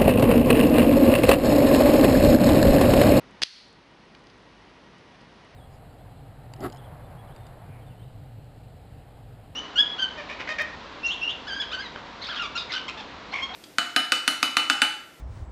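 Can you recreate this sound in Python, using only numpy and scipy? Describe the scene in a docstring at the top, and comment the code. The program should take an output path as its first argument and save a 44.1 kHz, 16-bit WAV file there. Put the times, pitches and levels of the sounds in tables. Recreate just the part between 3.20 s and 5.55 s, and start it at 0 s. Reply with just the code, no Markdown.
"""A small brass padlock is picked open, close up: the bolt lets go, the shackle scrapes out and slams
on its stop, all within 20 ms. Each contact cracks, rings the metal and thumps the body. The room and
the freed shackle ring on while an automatic gain control ducks and recovers. Then the tension wrench
ticks faintly in the keyway, over room hiss, a low hum, a thin whine and tiny specks of treble."""
import sys
import numpy as np
from scipy import signal
from scipy.fft import rfft, irfft, next_fast_len
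from scipy.io import wavfile
from scipy.ndimage import uniform_filter1d, minimum_filter1d, map_coordinates

SR = 44100
rng = np.random.default_rng(int(sys.argv[2]) if len(sys.argv) > 2 else 0)


def dump(signal):
    """Clip the signal to [-1, 1] and save it as 16-bit WAV at the path in sys.argv[1]."""
    limited = np.clip(np.atleast_2d(signal).T, -1, 1)
    pcm = np.round(limited * 32767).astype(np.int16)
    wavfile.write(sys.argv[1], SR, pcm)


N = 103635

# Metal contacts as the lock opens; thump and crack are relative to the level, glancing hits rise slower:
# start_s, level_db, centre_hz, thump_db, crack_db, ring_stretch, rise_s
CONTACTS = [(.2175, -27, 4800, 0.5, -24, 1, 0.00033), (.2179, -21, 1860, -18, -29, 1, .0005),
            (.2191, -14, 5030, -9.5, -32, .7, 0.00018), (.2202, -7.5, 1880, -7.5, -19, .7, 0.00025),
            (.2255, -15, 3300, -7, -11, 1, 0.0012), (.2267, -10, 5060, -32, -19, 1, 0.00086),
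            (.2286, -9.5, 3050, -43, -29, 1.6, 0.0014), (.2338, 11, 4150, -9, -21, .9, 0.00024),
            (.2353, 0, 3250, -5, -17, 1, 0.00077)]


def amp(db):
    """Decibels to gain."""
    return 10 ** (np.asarray(db) / 20)


def unit(x):
    """Scale to rms 1."""
    return x / np.sqrt(np.mean(x ** 2) + 1e-20)


def along(points, hz):
    """(Hz, value) points on a log axis."""
    f, v = np.transpose(points)
    return np.interp(np.log(hz + 1), np.log(f + 1), v)


def wobble(rate):
    """A smooth random curve, rate knots a second."""
    return map_coordinates(rng.standard_normal(1024), [np.arange(N) * rate / SR], mode="wrap")


def filtered(x, response):
    """x times a response of frequency."""
    m = next_fast_len(N + SR // 2)
    return irfft(rfft(x, m) * response(np.fft.rfftfreq(m, 1 / SR)), m)[:N]


def room_hiss():
    """A steady bed of dark noise."""
    spectrum = [(25, -33), (42, -1), (54, -12.5), (74, -3.5), (110, -2), (180, 1.5), (270, -0.5), (450, -3),
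                (700, -6), (1000, -5.5), (1500, -9.5), (2100, -10.5), (3000, -13), (5000, -19),
                (6300, -25.5), (7200, -36), (10500, -38), (12000, -41)]  # frequency_hz, gain_db
    noise = filtered(rng.standard_normal(N), lambda hz: amp(along(spectrum, hz)))
    return amp(-51) * unit(noise)


def low_hum():
    """A deep tone that swells and sinks, its pitch drifting slightly."""
    swell = [(0, -81), (.4, -65), (.85, -76), (1.1, -66), (1.4, -63.5), (1.65, -71), (1.85, -75),
             (2.1, -67), (2.35, -69)]  # time_s, level_db before the trim
    pitch_hz, trim_db = 52.5, 0.5
    t = np.arange(N) / SR
    tone = unit(np.sin(2 * np.pi * pitch_hz * t + .5 * wobble(5.3)))
    return amp(trim_db + np.interp(t, *np.transpose(swell))) * tone


def thin_whine():
    """Three faint, wavering tones that pulse together, a little unevenly."""
    partials = [(953, -68), (1906, -68), (2930, -74)]  # pitch_hz, level_db
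    waver_hz, pulse_hz, swing_db = 16, 9, 8.5
    t = np.arange(N) / SR
    pulse = amp(swing_db * np.tanh(2 * np.sin(2 * np.pi * pulse_hz * t + wobble(3.56))))
    return sum(amp(db) * unit(pulse * np.sin(2 * np.pi * hz * t + wobble(waver_hz)))
               for hz, db in partials)


def treble_specks():
    """Tiny dry ticks: single impulses narrowed to a band high in the treble."""
    specks = [(.1105, -36), (.2965, -34), (.343, -39), (.4828, -32), (.5293, -31), (.715, -41),
              (.8545, -40), (.994, -38), (1.0405, -39), (1.1797, -39), (1.2262, -41), (1.7845, -37),
              (2.0167, -39), (2.2488, -38)]  # start_s, level_db before the filter
    centre_hz, width_oct = 7440, .3
    impulses = np.zeros(N)
    for start_s, db in specks:
        impulses[round(start_s * SR)] = amp(db)
    return filtered(impulses, lambda hz: np.exp(-.5 * (np.log2((hz + 1) / centre_hz) / width_oct) ** 2))


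def lock_strikes(hits):
    """Each contact cracks, rings the lock's modes near its centre frequency and thumps the body."""
    modes = [(630, -11, 0.023), (1800, -1, 0.0052), (2394, -11.5, 0.017), (2816, -6, 0.0086),
             (3408, -5.5, 0.0098), (4000, -9.5, 0.013), (4440, -8, 0.015), (4927, -3.5, 0.011),
             (5600, -14, 0.012), (6270, -9.5, 0.0085), (8640, -19, 0.006), (9900, -26, .005)]  # damped by the hand: pitch_hz, level_db, t60_s before the stretch
    crack_t60_s, thump_hz, thump_t60_s = 0.011, 273, 0.0036
    radiates_above_hz = 250
    out, t = np.zeros(N + SR), np.arange(SR // 10) / SR
    fade = lambda t60_s: 1000 ** (-t / t60_s)
    for start_s, db, centre_hz, thump_db, crack_db, ring_stretch, rise_s in hits:
        ring = 0
        for k, (hz, mode_db, t60_s) in enumerate(modes):
            off_centre_db = 8 * np.log2(hz / centre_hz) ** 2
            gain = amp(mode_db + rng.normal(0, 0.45) - off_centre_db)
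            ring += (-1) ** k * gain * fade(t60_s * ring_stretch) * np.sin(2 * np.pi * hz * t)
        crack = amp(crack_db) * fade(crack_t60_s) * rng.standard_normal(len(t))
        thump = amp(thump_db) * fade(thump_t60_s) * np.sin(2 * np.pi * thump_hz * t)
        attack = 1 - np.exp(-t / rise_s)
        out[round(start_s * SR):][:len(t)] += amp(db) * (ring + crack + thump) * attack
    return signal.lfilter(*signal.butter(1, radiates_above_hz, "highpass", fs=SR), out[:N])


def room_wash(hits):
    """The contacts come back from all sides as a diffuse wash; each frequency dies at its own speed."""
    colour = [(100, -28), (700, -23.5), (1200, -14.5), (2000, -7), (3300, -4), (3850, -4.5), (4150, 0),
              (4400, 2.5), (4700, -3.5), (5100, -5), (6200, -10), (7200, -23), (10000, -26.5), (12000, -29)]  # frequency_hz, gain_db
    decay = [(200, 0.8), (1500, 0.51), (3000, 0.5), (4400, 0.54), (6500, 0.44), (11000, 0.52)]  # frequency_hz, t60_s
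    send_db, predelay_s = 7.5, 0.0044
    out = np.zeros(N + 2 * SR)
    for start_s, db, *_ in hits:
        hz, t, noise = signal.stft(rng.standard_normal(SR), SR, nperseg=256)
        fade = amp(-60 * t / along(decay, hz)[:, None])
        tail = signal.istft(noise * fade, SR, nperseg=256)[1]
        tail /= np.linalg.norm(tail)
        out[round((start_s + predelay_s) * SR):][:len(tail)] += amp(db + send_db) * tail
    return filtered(out[:N], lambda hz: amp(along(colour, hz)))


def shackle_ring():
    """The freed steel loop rings faintly from the hardest contact on."""
    modes = [(4500, -28, 0.32), (4370, -45, 0.69), (4800, -46, 0.26), (4955, -29, 0.23)]  # pitch_hz, level_db, t60_s
    slam_s = max(CONTACTS, key=lambda row: row[1])[0]
    t = np.maximum(np.arange(N) / SR - slam_s, 0)
    return sum(amp(db - 60 * t / t60_s) * np.sin(2 * np.pi * hz * t) for hz, db, t60_s in modes)


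def scene():
    """The lock opens and the wrench ticks over the room's quiet bed, in mono."""
    wrench_ticks = [(.9490, -37.5, 2300, -13, -22, 1.2, .0002), (.9503, -37, 2550, -15, -22, 1.2, .0002),
                    (1.0698, -42.5, 5400, -14, -24, 1.1, 0.00028),
                    (1.099, -44, 4970, -20, -24, 2.1, 0.00091), (1.944, -43, 1900, -15, -35, 4.4, 0.0027),
                    (1.952, -41, 1900, -17, -37, 3.4, 0.0024), (2.007, -47.5, 5200, -20, -30, 3, .002)]  # in the keyway; same columns as CONTACTS
    hits = list(CONTACTS) + list(wrench_ticks)
    padlock = lock_strikes(hits) + room_wash(hits) + shackle_ring()
    bed = room_hiss() + low_hum() + thin_whine() + treble_specks()
    return (padlock + bed)[None]


def record(dry):
    """Gain control ducks at once, holds and recovers in two stages; the microphone softens the top."""
    microphone = [(20, 0), (9000, -1), (10800, -3), (11600, -11), (12500, -23)]  # frequency_hz, gain_db
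    threshold_db, detect_s, hold_s = -13, 0.0016, 0.072
    fast_release_s, slow_release_s, slow_share = 0.1, 0.8, 0.19
    band_limit_hz = 11700
    x, t = dry[0], np.arange(N) / SR
    window, hold = round(detect_s * SR), round(hold_s * SR)
    level_db = 10 * np.log10(np.abs(uniform_filter1d(x ** 2, window)) + 1e-12)
    over_db = np.maximum(level_db - threshold_db, 1e-6)
    held_db = -minimum_filter1d(-over_db, hold, origin=(hold - 1) // 2)
    # Jump to each new peak, then fall away exponentially.
    release = lambda tau: np.exp(np.maximum.accumulate(np.log(held_db) + t / tau) - t / tau)
    duck_db = (1 - slow_share) * release(fast_release_s) + slow_share * release(slow_release_s)
    ducked = x * amp(-uniform_filter1d(duck_db, window))
    coloured = filtered(ducked, lambda hz: amp(along(microphone, hz)))
    return filtered(coloured, lambda hz: 1 / np.sqrt(1 + (hz / band_limit_hz) ** 80))[None]


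dry = scene()
out = record(dry)
dump(out)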